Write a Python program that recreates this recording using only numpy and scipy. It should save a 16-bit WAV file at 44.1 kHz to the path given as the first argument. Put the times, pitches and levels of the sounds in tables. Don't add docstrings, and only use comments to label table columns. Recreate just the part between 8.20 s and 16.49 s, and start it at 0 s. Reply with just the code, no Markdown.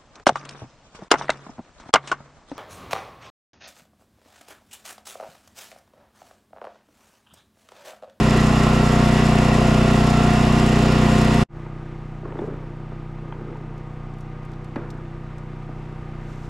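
import sys
import numpy as np
from scipy import signal
from scipy.fft import rfft, irfft
from scipy.io import wavfile
from scipy.ndimage import uniform_filter1d

SR = 44100
rng = np.random.default_rng(int(sys.argv[2]) if len(sys.argv) > 2 else 0)


def put_to_file(sound):
    columns = np.atleast_2d(sound).T
    safe = np.clip(columns, -1, 1)
    whole_steps = np.round(safe * 32767)
    wavfile.write(sys.argv[1], SR, whole_steps.astype(np.int16))


N = 365588
TIME = np.arange(N) / SR
BINS = np.arange(N // 2 + 1) * SR / N + 1e-3


# (time [s], firing rate [firings per s])
PATIO_SPEED = [(0.32, 30.58), (0.72, 30.55), (1.12, 30.5), (1.52, 30.49), (1.92, 30.55), (2.32, 30.68),
               (2.72, 30.61)]
PATIO_NOTE = [-6, -0.5, -12, 1, 2.5, -30, 3, -0.5, -11.5, -9.5, -24, -9.5, -10, -18.5, -22, -16.5, -11.5,
              -50, -53, -18, -16.5, -12, -8, -16, -32, -26, -16, -25.5, -49, -17, -21.5, -48, -46, -16.5,
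              -38, -22, -24.5, -27.5, -41, -18, -47, -52, -49, -30, -47, -19.5]
# (pitch [Hz], width [Hz], boost [dB])
PATIO_WHINES = [(1344.8, 4.4, 19.7)]
# (frequency [Hz], level [dB])
PATIO_ROAR = [(8, -39.5), (30, -13), (150, -4), (350, -0.5), (900, -14), (2400, -15), (4000, -19.5),
              (8000, -27.5), (11500, -34.5), (14500, -49.5)]
# (pitch [Hz], width [Hz], boost [dB])
PATIO_PANELS = [(415, 126, 3), (714, 62, 9), (1064, 330, 11), (1415, 98, 6.5), (1910, 200, 7.5),
                (2740, 380, 6.5), (3550, 150, 2), (5170, 460, 5), (7230, 920, 5.5)]
# (frequency [Hz], level [dB])
PATIO_SIDE = [(60, -47), (110, -42), (200, -20), (370, -23), (600, -5), (800, -4.5), (1260, -6.5),
              (2320, -6.5), (4270, -6.5), (8500, -11), (12000, -2)]
# (frequency [Hz], left minus right [dB])
PATIO_BALANCE = [(250, 0), (690, 0), (1260, -3), (2320, -1.5), (4270, 0), (7850, -0.5), (14400, 3.5)]


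def engine_near():
    speed = curve(PATIO_SPEED)
    turns = np.cumsum(speed) / SR
    note = exhaust(turns + 0.557, PATIO_NOTE, angle=-0.68, sweep=0.02005, second=1.16, gap=0.238,
                   waver_db=2.5, smear=0.85, firm=16.6, sings=singing(speed, PATIO_WHINES))
    noise = roar(turns - 0.23, PATIO_ROAR, PATIO_PANELS, throb_db=0.4, puff_db=2.0, grain_db=2.5, gear_db=-6.5)
    both = undb(-21.5) * note + undb(-10.5) * noise
    return ports(both, PATIO_SIDE, lead=-0.15, scatter_s=0.75, left=PATIO_BALANCE)


# (time [s], firing rate [firings per s])
ROOM_SPEED = [(3.66, 30.82), (4.06, 30.78), (4.46, 30.85), (4.86, 30.85), (5.26, 30.77), (5.66, 30.62),
              (6.06, 30.54), (6.46, 30.72), (6.86, 30.85), (7.26, 30.72), (7.5, 30.69), (8.0, 30.83)]
ROOM_NOTE = [0, -17, -8, 0, 1.5, -24.5, -6.5, -19, -15, -17.5, -15, -16, -32, -46, -25.5, -16.5, -51, -38,
             -41, -26, -52, -23, -44, -22.5, -23, -34, -24.5, -42, -43, -23.5, -24, -38, -29.5, -51, -31,
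             -24, -29, -41, -27, -20]
# (pitch [Hz],
# width [Hz], boost [dB])
ROOM_WHINES = [(339.9, 4.2, 9.6), (758, 6.4, 31), (1211, 8.1, 11)]
# (frequency [Hz], level [dB])
ROOM_ROAR = [(8, -27), (22, -5), (30, -1), (60, 3), (130, -16.5), (330, -5), (600, -12.5), (1300, -16),
             (2500, -26.5), (4000, -36.5), (8000, -45), (11000, -56.5), (13000, -58), (13900, -67)]
# (pitch [Hz], width [Hz], boost, or cut if negative [dB])
ROOM_PANELS = [(513, 29, -9), (780, 45, 3), (943, 19, 7.5), (1220, 42, 8), (2010, 88, 3.5),
               (2720, 170, 1.5), (12400, 740, 4)]
# (time [s], level [dB])
ROOM_ROAR_GAIN = [(3.4, -22), (4.8, -23), (6.2, -22.5), (7.2, -22), (8.2, -20.5)]
# (frequency [Hz], level [dB])
ROOM_SIDE = [(110, -76), (200, -44), (370, -6), (690, 4.5), (1260, 8), (2320, 10.5), (4270, 11.5),
             (7850, 10), (14400, -1)]


def engine_far():
    speed = curve(ROOM_SPEED)
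    turns = np.cumsum(speed) / SR
    note = exhaust(turns + 0.041, ROOM_NOTE, angle=4.21, sweep=0.02524, second=0, gap=0,
                   waver_db=1.35, smear=0.68, firm=11.4, sings=singing(speed, ROOM_WHINES))
    noise = roar(turns - 0.25, ROOM_ROAR, ROOM_PANELS, throb_db=0.4, puff_db=-1.5, grain_db=0.0, gear_db=-4.5)
    both = undb(-36.5) * note + undb(curve(ROOM_ROAR_GAIN)) * noise
    return ports(both, ROOM_SIDE, lead=0.05, scatter_s=0.55)


def exhaust(turns, note, angle, sweep, second, gap, waver_db, smear, firm, sings):
    out = 0
    stroke = wander(30.0, lambda v: undb(0.24 * v))
    for k, level_db in enumerate(note, 1):
        loose = min((k / firm) ** 2, 1)
        gain = wander(5.0, lambda v: undb(level_db + waver_db * loose * v))
        second_gain = second / (1 + (k / 17.0) ** 4)
        pair = np.angle(1 + second_gain * np.exp(-2j * np.pi * k * gap))
        phase = 2 * np.pi * k * turns + angle + sweep * k ** 2 + pair
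        phase = phase + smear * loose * wander(2.977)
        out = out + gain * sings(k) * np.cos(phase)
    return stroke * out


def singing(speed, whines):
    def gain(k):
        pitch, reach = k * speed, speed.mean() / 2
        return undb(sum(db / (1 + (2 * (pitch - hz) / width) ** 2) for hz, width, db in whines
                        if abs(pitch.mean() - hz) < reach))
    return gain


def roar(turns, tone, panels, throb_db, puff_db, grain_db, gear_db):
    beat = np.cos(2 * np.pi * turns)
    steady = rng.standard_normal(N) * undb(throb_db * beat + 0.27 * wander(9.0) + 0.64 * wander(180.0))
    rattle = rng.standard_normal(N) * undb(puff_db * beat + grain_db * wander(250.0) + 0.5 * wander(13.0))
    pattern = rng.standard_normal(720)
    gears = np.interp(turns, np.arange(len(pattern)) / len(pattern), pattern, period=1)
    gears = gears * undb(gear_db + 1.3 * wander(20.0))
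    middle = rfft(steady) + rfft(gears) / (1 + (1400 / BINS) ** 8)
    treble = 1 / (1 + (5500 / BINS) ** 4)
    mix = middle * np.sqrt(1 - treble) + rfft(rattle / rattle.std()) * np.sqrt(treble)
    ring_db = sum(db / (1 + (2 * (BINS - hz) / width) ** 2) for hz, width, db in panels)
    rung = irfft(mix * undb(ring_db), N)
    return colour(sway(rung, panels, sway_db=1.0, drift=0.025), tone)


def sway(x, panels, sway_db, drift):
    bins, times, frames = signal.stft(x, SR, nperseg=2048)
    at = np.minimum((times * SR).astype(int), N - 1)
    db = 0
    for hz, width, _ in panels:
        swell = sway_db * wander(14.0)[at]
        centre = hz * (1 + drift * wander(2.4)[at])
        db = db + swell / (1 + (2 * (bins[:, None] - centre) / width) ** 2)
    return signal.istft(frames * undb(db), SR, nperseg=2048)[1][:N]


# (time [s], blow level [dB], thump pitch [Hz], ring level [dB], ping pitch [Hz], ping level [dB])
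FLOOR_KNOCKS = [(3.463, -37.5, 328, 9, 3200, -25), (4.031, -24.5, 380, -14, 730, -16),
                (4.054, -21.5, 388, -13, 1130, -5), (4.081, -32, 300, -12, 813, -14),
                (4.122, -30, 550, 3, 2950, -16), (4.155, -25, 344, -7, 1150, -7),
                (4.189, -17.5, 345, -7, 3500, -23), (4.218, -18, 400, -20, 800, -18),
                (4.238, -22, 443, -18, 780, -14), (4.28, -29, 388, -12, 1010, -14),
                (4.308, -36, 326, -19, 711, -14), (4.719, -29, 380, -7, 790, -10),
                (5.124, -35.5, 380, 12, 3180, -4), (5.273, -33, 336, -14, 470, -10),
                (5.328, -27, 350, -9, 480, -8), (5.356, -35, 231, 6.5, 1250, -7),
                (6.559, -28, 302, 12.5, 2720, -15), (6.564, -16, 239, -13, 1690, -17),
                (6.576, -27, 330, -3, 700, -8), (7.491, -27, 248, -9, 620, -3.5)]
# (pitch [Hz], level [dB], time to fall 60 dB [s])
PLUG_MODES = [(890, 0, 0.022), (1255, -10, 0.016), (1610, -25, 0.016)]


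def knocks():
    out, t = np.zeros(N), np.arange(4000) / SR
    tails, cracks = band(410.0, 380.0), band(950.0, 1230.0)
    spots = rng.standard_normal((len(FLOOR_KNOCKS), len(PLUG_MODES), 2))
    for (s, blow_db, hz, ring_db, ping_hz, ping_db), spot in zip(FLOOR_KNOCKS, spots):
        now = slice(int(s * SR), int(s * SR) + len(t))
        thump = np.sin(2 * np.pi * hz * t) * undb(-60 * t / 0.049) * np.minimum(t / 0.0026, 1)
        tail = 0.33 * tails[now] * undb(-60 * t / 0.05)
        plug = 0
        for (mode_hz, db, t60), (louder, higher) in zip(PLUG_MODES, spot):
            fade = undb(ring_db + db + 1.2 * louder - 60 * t / t60)
            plug = plug + fade * np.sin(2 * np.pi * mode_hz * (1 + 0.015 * higher) * t)
        crack = cracks[now] * undb(ring_db - 11 - 60 * t / 0.035)
        ping = np.sin(2 * np.pi * ping_hz * t) * undb(ping_db - 60 * t / 0.021)
        onset = np.minimum(t / 0.0013, 1)
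        out[now] += undb(blow_db) * (thump + tail + plug + crack + ping) * onset
    return out


# (time [s], length [s], rumble level [dB], scrape level against rumble [dB])
CABLE_TUGS = [(4.02, 0.13, -40, -3.5), (4.168, 0.17, -39.5, -17), (5.013, 0.35, -42, -9.5),
              (6.552, 0.07, -42.5, 0)]


def drags():
    lumps = undb(3.2 * wander(70.0))
    rumble = lumps * band(333.0, 196.0)
    scrape = lumps * undb(1.6 * wander(90.0)) * band(530.0, 1150.0)
    out = 0
    for s, length, level_db, scrape_db in CABLE_TUGS:
        tug = gesture(s, length, level_db, attack_s=0.015, t60_s=1)
        out = out + tug * (rumble + undb(scrape_db) * scrape)
    return out


# (time [s], level [dB], main band [Hz], top level [dB])
PLASTIC_TICKS = [(5.3694, -62, 6000, -13), (5.5794, -58, 6000, -11), (5.9374, -57.5, 6000, -23),
                 (5.9844, -59.5, 7500, -16), (6.0072, -54, 6500, -10), (6.2307, -57.5, 4500, -17),
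                 (6.2507, -59, 8000, -9), (6.3165, -57, 7000, -19), (6.3344, -52, 4000, -25),
                 (6.444, -54, 6960, -29), (6.5585, -45, 4000, -33), (6.7035, -44, 5800, -23),
                 (7.182, -55, 7000, -22)]


def ticks():
    out, t = np.zeros(N), np.arange(900) / SR
    bursts, high = rng.standard_normal((len(PLASTIC_TICKS), len(t))), band(11500.0, 2500.0)
    for (s, level_db, hz, top_db), burst in zip(PLASTIC_TICKS, bursts):
        now = slice(int(s * SR), int(s * SR) + len(t))
        octave = signal.butter(2, [hz / 1.8, hz * 1.23], "band", fs=SR, output="sos")
        low = signal.sosfilt(octave, burst)
        out[now] += undb(level_db - 60 * t / 0.034) * (low / low.std() + undb(top_db) * high[now])
    return out


# (time [s], length [s], level [dB])
CLOTH_MOVES = [(4.128, 0.1, -62), (7.95, 0.18, -62.5), (8.14, 0.15, -60.5)]


def rustle():
    moving = sum(gesture(*row, attack_s=0.14, t60_s=0.3) for row in CLOTH_MOVES)
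    grain = undb(1.9 * wander(90.0) + 1.6 * wander(25.0))
    return moving * grain * (band(4800.0, 3800.0) + 0.14 * band(12000.0, 1500.0))


def ports(mid, side, lead, scatter_s, left=((1, 0), (2, 0))):
    t = np.arange(SR) / SR
    echoes = rfft(rng.standard_normal(SR) * undb(-60 * t / scatter_s), N)
    gain = undb(over_bins(left))
    balance = (gain - 1) / (gain + 1)
    scatter = 0.78 * echoes / np.abs(echoes) / np.sqrt(1 + (500.0 / BINS) ** 2)
    spread = balance + undb(over_bins(side)) * (1j * lead + scatter)
    wide = irfft(rfft(mid) * spread, N)
    return np.array([mid + wide, mid - wide])


def gesture(start_s, length_s, level_db, attack_s, t60_s):
    fade_time = np.maximum(TIME - start_s - length_s, 0)
    return ramp(start_s, attack_s) * undb(level_db - 60 * fade_time / t60_s)


def wander(rate, shape=lambda v: v):
    step = 32
    k, count = max(int(SR / step / rate), 1), N // step + 2
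    held = np.repeat(rng.standard_normal(count // k + 1), k)[:count]
    smooth = uniform_filter1d(uniform_filter1d(held, k), k)
    return np.interp(np.arange(N), step * np.arange(count), shape(1.18 * smooth))


def band(hz, width):
    x = irfft(rfft(rng.standard_normal(N)) / (1 + ((BINS - hz) / width) ** 4), N)
    return x / x.std()


def colour(x, table):
    return irfft(rfft(x) * undb(over_bins(table)), N)


def over_bins(table):
    hz, value = np.transpose(table)
    return np.interp(np.log(BINS), np.log(hz), value)


def curve(table):
    table = np.asarray(table)
    return np.interp(TIME, table[:, 0], table[:, 1])


def ramp(start_s, rise_s):
    return np.clip((TIME - start_s) / rise_s, 0, 1)


def undb(db):
    return 10 ** (np.asarray(db) / 20)


# (time [s], level [dB])
ROOM_WIDTH = [(4.9, -41), (5.8, -34), (6.15, -19.5), (6.6, -21)]


def scene():
    offset = -0.0011
    handling = knocks() + drags() + ticks() + rustle()
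    room = engine_far() + ports(handling, ROOM_SIDE, lead=0.05, scatter_s=0.03)
    middle = room.mean(axis=0)
    room = middle + undb(curve(ROOM_WIDTH)) * (room - middle)
    cut_s, fall_s = 3.229, 0.0098
    tail = undb(-28.5 - 1000 * np.maximum(TIME - cut_s - fall_s, 0))
    patio_gain = 1 - ramp(cut_s, fall_s) + tail
    room_gain = ramp(3.285, 0.081)
    return patio_gain * (engine_near() + offset) + room_gain * (room + offset)


def record(dry):
    return signal.sosfilt(signal.ellip(12, 0.2, 80, 14900, fs=SR, output="sos"), dry)


dry = scene()
out = record(dry)
put_to_file(out)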